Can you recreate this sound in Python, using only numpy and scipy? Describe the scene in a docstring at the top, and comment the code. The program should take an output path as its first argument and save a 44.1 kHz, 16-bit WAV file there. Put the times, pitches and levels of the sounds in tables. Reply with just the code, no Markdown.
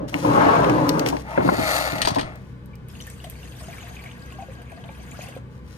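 """Jars judder and scratch across a counter in a small wooden cabin, their bases sticking and slipping.
A plastic tub slides after them; things knock down, thin plastic snaps, metal jingles, a sleeve rustles.
Then water pours from a jug into a saucepan: fine spray, ringing bubbles, deeper plops, a singing wall.
A generator hums through the cabin wall. All is heard at two microphone ports on the counter."""
import sys
import numpy as np
from scipy import signal
from scipy.fft import rfft, irfft
from scipy.io import wavfile
from scipy.ndimage import uniform_filter1d

SR = 44100
rng = np.random.default_rng(int(sys.argv[2]) if len(sys.argv) > 2 else 0)


def wrap_up_sound(samples):
    """Save the sound to the file named by the first command line argument, as 16-bit audio."""
    columns = np.atleast_2d(samples).T
    # keep every value between -1 and 1, then stretch to whole-number steps
    tamed = np.clip(columns, -1, 1)
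    steps = np.round(tamed * 32767).astype(np.int16)
    wavfile.write(sys.argv[1], SR, steps)


N = 254456
TIME_S, FREQ_HZ = np.arange(N) / SR, np.fft.rfftfreq(N, 1 / SR)
POUR_START_S, POUR_LENGTH_S = 2.875, 2.485

# jar pushes: t/s, length/s, judder/dB, scratch/dB
PUSHES = [(-.1, 0.089, -21.5, -34), (0.113, 0.063, -29.5, -36), (0.211, 0.85, -18, -26)]
# blows on the counter: t/s, level/dB, cutoff/Hz, contact decay/s
COUNTER_HITS = [(0.149, -19.5, 340, 0.012), (0.248, -17, 1000, 0.0092), (0.378, -11.5, 454, 0.0092),
                (1.127, -20, 800, 0.03), (1.382, -12.5, 440, 0.044), (1.448, -15, 334, 0.093),
                (1.52, -14, 433, 0.014), (1.587, -15, 306, 0.032), (1.93, -20.5, 160, 0.026),
                (2.006, -28, 300, 0.03), (2.074, -15.5, 1190, 0.028), (2.116, -16.5, 160, 0.0025),
                (2.162, -16.5, 700, 0.024), (2.243, -29.5, 260, 0.053)]
# tub base landing: t/s, level/dB, cutoff/Hz
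TUB_LANDINGS = [(1.3768, -9, 2200), (1.405, -22, 1500), (1.4768, -15.5, 1200), (1.489, -7.5, 1700)]
# plastic snaps: t/s, level/dB, tilt/(dB/oct), mode f/Hz, ring/dB
PLASTIC_SNAPS = [(0.1417, -15.5, 1, 2800, 9.5), (0.644, -21.5, -1, 3100, 7), (0.697, -21.5, 1, 3030, 2),
                 (0.885, -31, 6, 4400, -4), (0.8921, -13.5, 6.5, 5400, -6), (0.9945, -17.5, 6, 4030, -24),
                 (1.0621, -18, 1.5, 3460, -9), (1.087, -20, 6.5, 3700, -8), (1.1672, -27, -2, 2900, -2),
                 (1.921, -25.5, 5, 4360, -3), (1.9832, -25.5, 2.5, 3600, -2), (2.357, -43, 11, 4030, -2),
                 (2.659, -41, 28, 11100, 15), (2.755, -42, 15, 6100, -15)]
# tub set down among other things: t/s, level/dB, tilt/(dB/oct), relative jingle/dB
RATTLE_HITS = [(2.0177, -11.5, -2, -4.5), (2.025, -16, -4.5, -30), (2.05, -16.5, -6, -18),
               (2.056, -18.5, 1, 0), (2.073, -16, -1.5, -32), (2.083, -19.5, 0, -38), (2.105, -27.5, 0, -8),
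               (2.147, -27.5, 0.5, -26), (2.158, -26.5, -0.5, -41), (2.185, -21.5, -8, -5),
               (2.194, -20, -6, -20), (2.211, -24, -3, -5), (2.23, -25, -10.5, -25)]
# sleeve and packaging moves: t/s, length/s, level/dB, attack/s, fade/(dB/s)
RUSTLES = [(0.077, 0.022, -43, 0.0075, 2), (0.092, 1.13, -40.5, 0.12, 9), (1.058, 0.044, -36.5, .003, 60),
           (1.218, 1.31, -49.5, 0.095, 13.5), (5.496, 0.098, -65, 0.024, 15), (5.63, .2, -56, 0.092, 9)]
# stream landing in the pan: t/s, flow/dB, spray/dB
STREAM = [(2.9, -57.5, -62), (3.08, -59, -62.5), (3.49, -56.5, -61.5), (3.82, -50, -58.5),
          (3.94, -53, -60.5), (4.13, -56, -66.5), (4.348, -57.5, -67.5), (4.75, -60, -71.5),
          (4.95, -58.5, -65.5), (5.17, -52.5, -60.5), (5.23, -50, -56), (5.36, -59, -66)]
# drops hitting pan or water: t/s, level/dB, tilt/(dB/oct)
DROPS = [(2.885, -42.5, 2), (3.009, -36.5, -1), (3.069, -34, 0), (3.101, -37, 0), (3.242, -32.5, -3),
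         (4.039, -36, -2.5), (3.299, -29.5, 4.5), (4.323, -38.5, -2.5), (4.618, -39.5, -3.5),
         (4.718, -36.5, -4), (4.841, -36, -8.5), (4.89, -38, -8), (5.19, -46, -3), (5.237, -37, -5.5),
         (5.286, -35, -4), (5.374, -36, -6)]
# single bubbles: t/s, relative level/dB, f/Hz, t60/s
PLOPS = [(2.733, -48, 2310, 0.079), (2.901, -48, 5140, 0.02), (2.954, -43, 2850, 0.019),
         (3.003, -32, 2970, 0.02), (3.011, -36, 6050, 0.011), (3.022, -37, 5830, 0.018),
         (3.075, -36.5, 1760, 0.041), (3.1, -34.5, 7950, 0.0071), (3.202, -37.5, 2830, 0.02),
         (3.244, -36.5, 3150, 0.018), (3.245, -36.5, 705, 0.063), (3.266, -34.5, 626, 0.059),
         (3.431, -40, 2760, 0.03), (3.607, -44, 680, 0.07), (3.611, -46.5, 1030, 0.063),
         (3.62, -40, 615, 0.14), (3.684, -34.5, 666, 0.073), (3.727, -40, 2340, 0.04),
         (3.783, -33.5, 2220, 0.022), (3.807, -41, 2930, 0.036), (3.843, -49, 690, 0.24),
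         (3.967, -37.5, 2430, 0.042), (3.992, -39, 2270, 0.052), (4.04, -36.5, 2390, 0.02),
         (4.06, -36, 2200, 0.047), (4.091, -38, 2330, 0.027), (4.114, -36, 2870, 0.012),
         (4.305, -41, 2500, 0.014), (4.322, -46, 1065, 0.087), (4.323, -41, 2730, 0.023),
         (4.352, -44.5, 610, .16), (4.387, -34, 762, 0.16), (4.423, -32, 674, 0.061),
         (4.424, -41.5, 2470, 0.025), (4.485, -31.5, 520, 0.11), (4.585, -50, 702, 0.19),
         (4.697, -43, 2360, 0.017), (4.718, -42, 2400, 0.018), (4.726, -40.5, 628, 0.099),
         (4.773, -39.5, 670, 0.12), (4.84, -40.5, 3000, 0.02), (4.843, -43, 674, 0.15),
         (4.89, -38.5, 2310, 0.022), (4.891, -34.5, 540, 0.062), (4.893, -40, 864, 0.11),
         (4.949, -44, 2480, 0.02), (5.113, -41, 6800, 0.02), (5.144, -43, 1290, 0.046),
         (5.191, -24, 577, 0.025), (5.21, -37.5, 2450, 0.044), (5.217, -40, 6300, 0.01),
         (5.271, -40, 2640, 0.026), (5.286, -32.5, 535, 0.054), (5.325, -43, 2700, 0.022),
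         (5.35, -45, 2390, .03), (5.365, -24, 515, 0.047)]
# pan wall tones: f/Hz, relative level/dB
WALL_TONES = [(1135, -7), (1635, 0), (1900, -7)]
# generator harmonics: multiple of firing rate, relative level/dB
ORDERS = [(1, -61.5), (2, -43), (3, -62), (4, -44), (5, -49), (6, -55), (8, -66.5), (10, -57.5), (12, -86),
          (14, -85)]

# modes of struck bodies: f/Hz, level/dB, t60/s
COUNTER_MODES = [(160, 3, 0.21), (212, 0.5, 0.14), (300, 25, 0.091), (450, 10, 0.015), (710, -4, 0.06),
                 (1210, -6, 0.43)]
TUB_MODES = [(185, -9, .06), (340, -7, .05), (560, -6, .035), (790, -3, .03), (1050, 0, .033),
             (1400, -3, .022), (2100, -11, .018)]
METAL_MODES = [(3343, -19, .45), (4828, -17, .22), (8301, -16, .12), (8630, -5, .19), (8668, -8, .12),
               (8740, -4, .05), (11000, -12, .03)]
PAN_MODES = [(680, 0, .06), (1100, 16, 0.13), (1670, 8, 0.34), (2050, 4, 0.088), (2580, -8, 0.097),
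             (7200, -2, 0.11)]
# modes of the rubbed tub: f/Hz, level/dB, t60/s
HOLLOW_MODES = [(640, 34, .029), (1250, -38.5, .056), (4560, -28, .015)]

# source spectra: f/Hz, relative level/dB
JAR_EQ = [(40, -43), (70, -23), (160, -7.5), (230, -16.5), (305, -4.5), (360, -14.5), (450, -10.5),
          (660, -9.5), (930, -13), (1250, -15.5), (1900, -28), (5600, -47.5), (6900, -51), (7600, -65),
          (12700, -86), (16000, -92)]
SLIDE_EQ = [(180, -11), (300, 11.5), (337, -44), (447, -12), (624, 2), (978, -5.5), (2170, -12),
            (3030, -22.5), (4520, -18.5), (5520, -30.5), (6300, -25.5), (7440, -30.5), (12900, -30.5),
            (15200, -41), (16000, -68)]
KNOCK_EQ = [(40, -24.5), (110, -2), (180, -1), (300, -1.5), (450, 2.5), (950, 1), (1800, -8), (4000, -7),
            (16000, -34)]
SNAP_EQ = [(100, -43), (600, -11), (1100, 3), (2100, 14.5), (3300, 9), (4500, 10), (6200, 5), (7400, -3.5),
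           (8700, 0), (10000, -15), (13000, -6.5), (16000, -14.5)]
RATTLE_EQ = [(100, -28.5), (600, -17.5), (1300, -12), (2200, -7), (3200, -4), (4800, -3.5), (5700, -11),
             (6700, -8.5), (7600, -25), (8700, -6.5), (9600, -27), (11000, -19.5), (14000, -22),
             (16000, -34)]
RUSTLE_EQ = [(300, 0), (1500, 5.5), (4000, 2), (6500, -0.5), (7600, -5), (8600, -3), (13000, -7.5),
             (16000, -21)]
POUR_EQ = [(260, -35), (450, -20.5), (680, 3), (950, -9), (1500, -8), (2350, -5.5), (3100, -8), (3900, -13),
           (4700, -14.5), (5500, -17.5), (6800, -7.5), (7500, -23), (8300, -5), (10000, -14.5),
           (12200, -6.5), (16000, -28)]
RUMBLE_EQ = [(15, -58), (25, -69), (42, -24), (64, -4), (249, -11), (335, -22), (373, -17), (476, -18.5),
             (659, -31), (1160, -28.5), (7510, -56.5), (11000, -59.5), (16000, -64)]

# paths from each spot to the ports: f/Hz, left-right level/dB, left-right phase/rad, likeness/(0-1)
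JAR_SPOT = [(90, 5.0, 0.4, 0.94), (260, -0.3, -0.3, 0.73), (420, -1.6, 1.0, 0.61), (660, 2.8, 2.3, 0.78),
            (1090, 6.5, 2.6, 0.33), (1870, 2.2, 3.3, 0.45), (3350, 4.7, 3.0, 0.11), (6000, 10.6, 0.7, 0.1),
            (9380, 4.4, 2.8, 0.44), (11730, 0.2, 1.1, 0.62), (14140, 0.0, 0.1, 0.96)]
COUNTER_SPOT = [(90, 4.4, 0.3, 0.93), (280, 0.1, 0.4, 0.43), (440, 0.5, 1.3, 0.54), (660, 5.1, 2.1, 0.64),
                (1170, 6.3, 2.7, 0.5), (2040, 3.1, 3.3, 0.27), (3610, 5.9, 2.0, 0.24),
                (6400, 10.0, 3.4, 0.13), (9500, 2.9, 2.1, 0.11), (11730, 0.9, 0.6, 0.88),
                (14140, 0.1, 0.1, 0.97)]
PAN_SPOT = [(100, 1.1, 0.1, 0.95), (320, 1.0, 0.5, 0.5), (540, 0.3, 1.0, 0.72), (780, 5.5, -0.6, 0.27),
            (1380, 2.8, 1.7, 0.18), (2570, 1.3, 1.3, 0.54), (4140, 2.8, 2.0, 0.22), (6650, 4.7, 4.6, 0.12),
            (9670, -0.4, 2.6, 0.44), (11730, 0.7, 1.4, 0.79), (14140, 0.0, 0.2, 0.92)]
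# cabin reverberation: f/Hz, t60/s
CABIN_DECAY = [(100, 0.51), (500, 0.083), (3000, 0.26), (8000, 0.33), (15000, 0.035)]


def jar_drag(tiring_db_per_s=3, slow_scratch_db=-12.5):
    """Stick-slip: jar bases drum on the counter and scratch it, the scratch strongest at speed."""
    slips = resonate(grains(per_s=2600, spread_db=1.8), COUNTER_MODES, ring_db=-6)
    drumming = band(colour(slips, JAR_EQ), 95, 560)
    scraping = band(colour(grains(per_s=2600, spread_db=1.8), JAR_EQ), 540, 15000)
    judder, scratch = np.zeros((2, N))
    for s, length_s, judder_db, scratch_db in PUSHES:
        push = stroke(s, length_s, attack_s=.053, release_s=.059)
        t = np.clip(TIME_S - s, 0, length_s)
        speed = np.sin(np.pi * np.interp(t / length_s, [0, .24, 1], [0, .5, 1]))  # peak at 24 %
        judder += push * amp(judder_db - tiring_db_per_s * t)
        scratch += push * amp(scratch_db + slow_scratch_db * (1 - speed ** 2))
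    out = amp(-3) * drumming * judder + amp(7) * scraping * scratch
    return roaming(out, JAR_SPOT, room_db=-7, near=.35, step_s=.11, count=6)


def tub_slide(fastest_s=1.754, rise_db_per_s=28, fall_db_per_s=34.5, hiss_power=1.96):
    """The counter's grain rubs the tub and rings its hollow; it hisses only while it lies flat."""
    friction = grains(per_s=8300, spread_db=5)
    rub = colour(resonate(friction, HOLLOW_MODES, ring_db=-26), SLIDE_EQ)
    t = TIME_S - fastest_s
    speed_db = np.minimum(rise_db_per_s * t, -fall_db_per_s * t)
    hollow = band(rub, 365, 3240) * amp(-24.5 + speed_db)
    hiss = band(rub, 4100, 22000) * amp(-30 + hiss_power * speed_db)
    touching = stroke(1.2, 1.12, attack_s=.14, release_s=.072)
    flat = stroke(1.42, .58, attack_s=.0081, release_s=.023)
    return placed(touching * hollow + flat * hiss + rim_scrape(), COUNTER_SPOT, room_db=-27)


def rim_scrape(start_s=1.24, length_s=.13, rise_hz_per_s=1105):
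    """The tub's rim catches as it starts to move, chattering in a narrow rising band."""
    hz = 830 + rise_hz_per_s * np.clip(TIME_S - start_s, 0, length_s)
    catch = stroke(start_s, length_s, attack_s=.086, release_s=.011)
    return amp(-35) * singing(hz, width_hz=95) * catch


def counter_knocks():
    """Blows ring the counter; soft ones reach only its low modes."""
    out = np.zeros(N)
    for s, db, cutoff_hz, decay_s in COUNTER_HITS:
        blow = signal.sosfilt(butter(cutoff_hz, "low"), burst(decay_s, chatter=3.2))
        knock = colour(resonate(blow, COUNTER_MODES, ring_db=3.5), KNOCK_EQ)
        add(out, s, amp(db) * unit_peak(knock))
    return placed(out, COUNTER_SPOT, room_db=-10, near=.1)


def tub_knocks():
    """The tub lands hard on its base: a brief hollow ring."""
    out = np.zeros(N)
    for s, db, cutoff_hz in TUB_LANDINGS:
        blow = signal.sosfilt(butter([160, cutoff_hz], "band"), burst(decay_s=.003, chatter=.8))
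        add(out, s, amp(db) * unit_peak(signal.oaconvolve(blow, ring(TUB_MODES))))
    return placed(out, COUNTER_SPOT, room_db=-12, near=.05)


def handling():
    """Thin plastic flexes and snaps over the rustle of sleeve and packaging."""
    moves = np.zeros(N)
    for s, length_s, db, attack_s, fade_db_per_s in RUSTLES:
        gain = amp(db - fade_db_per_s * np.maximum(TIME_S - s, 0))
        moves += gain * stroke(s, length_s, attack_s, release_s=.0058)
    out = moves * unit_rms(colour(grains(per_s=2500, spread_db=3), RUSTLE_EQ))
    for s, db, tilt, hz, ring_db in PLASTIC_SNAPS:
        flex = resonate(burst(decay_s=.0035, chatter=.85), [(hz, 0, .0016)], ring_db)
        add(out, s, amp(db) * unit_peak(colour(flex, SNAP_EQ, tilt)))
    return placed(out, COUNTER_SPOT, room_db=-13, near=.035)


def rattle():
    """Short hard contacts, each ringing a small metal piece."""
    out = np.zeros(N)
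    for s, db, tilt, jingle_db in RATTLE_HITS:
        crack = unit_peak(colour(burst(decay_s=.0066, chatter=1.8), RATTLE_EQ, tilt))
        jingle = amp(jingle_db - 14) * ring(METAL_MODES, size=len(crack))
        add(out, s, amp(db) * (crack + jingle))
    return placed(out, COUNTER_SPOT, room_db=-8.5, near=.052)


def pour(full_gurgle_db=6, full_mist_db=-1.5):
    """The stream breaks into lumps that whip in bubbles and throw droplets; the pan rings and fills."""
    lumps = amp(2.2 * np.tanh(drift(width_hz=28)))
    patter = unit_rms(grains(per_s=4500, spread_db=2.8))
    froth = swarm(600, 3400, per_s=700, cycles=20, spread_db=4)
    droplets = swarm(4600, 15000, per_s=1400, cycles=36, spread_db=4.4)
    impacts = lumps * (patter + amp(-5) * froth + amp(3.5) * droplets)
    water = colour(resonate(impacts, PAN_MODES, ring_db=2), POUR_EQ)
    # deeper water gurgles more and cushions the finest spray
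    depth = np.maximum(TIME_S - POUR_START_S, 0) / POUR_LENGTH_S
    gurgle = band(water, 480, 1400) * amp(-5 + full_gurgle_db * depth)
    mist = signal.sosfiltfilt(butter(9500, "high"), water)
    cushioned = water - mist * (1 - amp(full_mist_db * depth))
    fizz = amp(-1.5) * band(water, 1400, 4000)
    spatter = amp(-5.5) * lumps * swarm(4200, 9500, per_s=260, cycles=60, spread_db=3.5, count=24)
    blips = amp(-5) * swarm(1700, 3600, per_s=110, cycles=20, spread_db=3, count=20)
    times_s, flow_db, spray_db = np.transpose(STREAM)
    bubbling = (gurgle + fizz + blips) * amp(np.interp(TIME_S, times_s, flow_db))
    spray = (band(cushioned, 4000, 17000) + spatter) * amp(2.5 + np.interp(TIME_S, times_s, spray_db))
    out = (bubbling + spray) * stroke(POUR_START_S, POUR_LENGTH_S, attack_s=.029, release_s=.012)
    for s, db, tilt in DROPS:
        smack = colour(burst(decay_s=.003, chatter=1), POUR_EQ, tilt)
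        add(out, s, amp(db) * unit_peak(smack))
    return roaming(out, PAN_SPOT, room_db=-6, near=.22, step_s=.023)


def plops(shed_count=7, shed_within_s=.028, shed_db_per_oct=6.5):
    """Single bubbles ring and shed fainter ones; below 2400 Hz they stay more in one piece."""
    out = np.zeros(N)
    for s, db, hz, t60_s in PLOPS:
        add(out, s, amp(db) * bubble(hz, t60_s, rise=.14))
        shed_db = db - 11.5 + shed_db_per_oct * np.log2(min(hz / 2400, 1))
        for lateness, pitch in rng.random((shed_count, 2)):
            shed_hz = hz * 2 ** (.6 * pitch - .2)
            shed = amp(shed_db) * bubble(shed_hz, t60_s / 2, rise=.36)
            add(out, s + shed_within_s * lateness ** 2, shed)
    return amp(2) * placed(out, PAN_SPOT, room_db=-9, near=.025)


def bubble(hz, t60_s, rise):
    """Trapped air rings, its pitch rising as it nears the surface."""
    age = np.arange(int(t60_s * SR)) / (t60_s * SR)
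    turns = np.cumsum(hz * (1 + rise * age)) / SR
    onset = 1 - np.exp(-turns / .51)
    return onset * amp(-60 * age) * np.sin(2 * np.pi * turns)


def swarm(lo_hz, hi_hz, per_s, cycles, spread_db, count=40):
    """Small bubbles of `count` sizes at random times, rms 1."""
    out = np.zeros(N)
    for hz in np.geomspace(lo_hz, hi_hz, count):
        shape = bubble(hz, cycles * rng.uniform(.6, 1.4) / hz, rise=.1)
        out += signal.oaconvolve(grains(per_s / count, spread_db), shape)[:N]
    return unit_rms(out)


def pan_wall(level_db=-62.5):
    """The stream keeps the metal wall ringing; sloshing water loads it and sways its pitch."""
    sway = 1 + .011 * drift(width_hz=7)
    out = sum(amp(level_db + db) * singing(hz * sway, width_hz=16) for hz, db in WALL_TONES)
    out *= stroke(POUR_START_S, POUR_LENGTH_S, attack_s=1.2, release_s=.054)
    return placed(out, PAN_SPOT, room_db=-12, near=.06)


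def generator(firing_hz=31.15, sag_db_per_s=1):
    """Only low orders of the firing pulses pass the wall, wavering over a dull rumble and faint hiss."""
    turns = np.cumsum(firing_hz * (1 + .002 * drift(width_hz=1.32))) / SR
    hum = np.zeros(N)
    for order, db in ORDERS:
        gain = amp(db + 2 * drift(width_hz=5))
        hum += gain * np.cos(2 * np.pi * order * turns + .3 * drift(width_hz=3))
    hum *= amp(3.5 - sag_db_per_s * TIME_S)
    rumble = amp(-43) * noise(amp(lookup(RUMBLE_EQ, FREQ_HZ)))
    return amp([[.7], [-.7]]) * hum + placed(rumble, PAN_SPOT, room_db=-22.5, near=.54)


def echoes(t60_scale, size=16384):
    """Flattened spectrum of dense wall reflections, each band dying at its own rate."""
    hz, t, frames = signal.stft(rng.standard_normal(size), SR, nperseg=128)
    t60_s = t60_scale * lookup(CABIN_DECAY, hz)[:, None]
    tail = signal.istft(frames * amp(-60 * t / t60_s), SR, nperseg=128)[1]
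    spectrum = rfft(tail[:size], 4 * size)
    return spectrum / local_rms(spectrum, 120)


def placed(x, spot, room_db, near=.082, size=16384):
    """Stereo: shared direct sound, near reflections per port (t60 scaled by `near`), cabin tail."""
    hz = np.fft.rfftfreq(4 * size, 1 / SR)
    balance_db, phase_rad, likeness = (lookup(spot, hz, column) for column in (1, 2, 3))
    sides, lead = np.array([[.5], [-.5]]), size // 256
    direct = np.sqrt(likeness) * np.exp(1j * sides * phase_rad)
    paths = direct + np.sqrt(1 - likeness) * np.array([echoes(near), echoes(near)])
    paths *= amp(sides * balance_db) / local_rms(paths, 200)
    paths /= local_rms(paths.mean(0), 1200)  # keeps the centre's colour even
    tail = likeness * echoes(.75) + np.sqrt(1 - likeness ** 2) * np.array([echoes(1), echoes(1)])
    paths += amp(room_db + sides * balance_db) * tail
    taps = np.roll(irfft(paths), lead, axis=1)[:, :size]
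    return signal.oaconvolve(x[None], taps, axes=1)[:, lead:N + lead]


def roaming(x, spot, room_db, near, step_s, count=3):
    """A moving source: crossfades round `count` sets of reflections."""
    out = np.zeros((2, N))
    for k in range(count):
        steps_away = abs((TIME_S / step_s - k + count / 2) % count - count / 2)
        fade = np.cos(np.pi / 2 * np.minimum(steps_away, 1)) ** 1.5
        out += placed(x * fade, spot, room_db, near)
    return out


def grains(per_s, spread_db):
    """Random clicks, mostly small."""
    strength = amp(spread_db * np.minimum(rng.exponential(1, N), 4))
    return strength * rng.choice([-1, 1], N) * (rng.random(N) < per_s / SR)


def burst(decay_s, chatter, size=12000):
    """One impact, then dying contact chatter."""
    t = np.arange(size) / SR
    after = rng.standard_normal(size) * np.exp(-t / decay_s)
    return (t == 0) + chatter * after / np.linalg.norm(after)


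def ring(modes, size=16000):
    """Decaying sines of a struck body."""
    t = np.arange(size) / SR
    return sum(amp(db - 60 * t / t60_s) * np.sin(2 * np.pi * hz * t) for hz, db, t60_s in modes)


def resonate(force, modes, ring_db):
    """A force heard directly and through the modes it rings."""
    body = ring(modes)
    return force + amp(ring_db) * signal.oaconvolve(force, body / abs(rfft(body)).max())[:len(force)]


def singing(hz, width_hz):
    """Randomly driven narrow resonance along a pitch curve, rms 1."""
    carrier = np.exp(2j * np.pi * np.cumsum(hz) / SR)
    return unit_rms((carrier * (drift(width_hz) + 1j * drift(width_hz))).real)


def stroke(start_s, length_s, attack_s, release_s):
    """Envelope: linear attack, hold, exponential release."""
    t = TIME_S - start_s
    return np.clip(t / attack_s, 0, 1) * np.exp(-np.maximum(t - length_s, 0) / release_s)


def drift(width_hz):
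    """Slow random wander, rms 1."""
    return noise(np.exp(-(FREQ_HZ / width_hz) ** 2))


def noise(spectrum):
    return unit_rms(irfft(rfft(rng.standard_normal(N)) * spectrum, N))


def colour(x, eq, tilt_db_per_oct=0, size=2048):
    """Minimum-phase filter, tilted about 3 kHz."""
    hz = np.fft.rfftfreq(size, 1 / SR)
    gain_db = np.maximum(lookup(eq, hz), -90) + tilt_db_per_oct * np.log2((hz + 50) / 3000)
    log_gain = np.log(amp(np.r_[gain_db, gain_db[-2:0:-1]]))
    taps = np.fft.ifft(np.exp(np.conj(signal.hilbert(log_gain)))).real
    return signal.oaconvolve(x, taps[:size // 2])[:len(x)]


def band(x, lo_hz, hi_hz):
    """Band-pass, rms 1."""
    return unit_rms(signal.sosfilt(butter([lo_hz, min(hi_hz, .49 * SR)], "band", order=4), x))


def butter(hz, kind, order=2):
    return signal.butter(order, hz, kind, fs=SR, output="sos")


def lookup(table, hz, column=1):
    """Interpolates a column over log frequency."""
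    columns = np.transpose(table)
    return np.interp(np.log(hz + 1), np.log(columns[0] + 1), columns[column])


def local_rms(spectrum, bins):
    return np.sqrt(uniform_filter1d(abs(spectrum) ** 2, bins))


def unit_peak(x):
    """Scales the strongest 2 ms to the power of a unit sine."""
    return x / np.sqrt(2 * uniform_filter1d(x ** 2, 88).max())


def unit_rms(x):
    return x / np.sqrt(np.mean(x ** 2) + 1e-20)


def amp(db):
    return 10 ** (np.asarray(db) / 20)


def add(mix, start_s, sound):
    part = mix[max(0, round(start_s * SR)):][:len(sound)]
    part += sound[:len(part)]


def scene():
    """Counter sounds, then the pour, over the generator."""
    counter = jar_drag() + tub_slide() + counter_knocks() + tub_knocks() + handling() + rattle()
    return counter + pour() + plops() + pan_wall() + generator()


def record(dry):
    """Steep low-pass at 15.9 kHz."""
    taps = signal.firwin(255, 15900, window=("kaiser", 9), fs=SR)
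    return signal.oaconvolve(dry, taps[None], "same")


dry = scene()
out = record(dry)
wrap_up_sound(out)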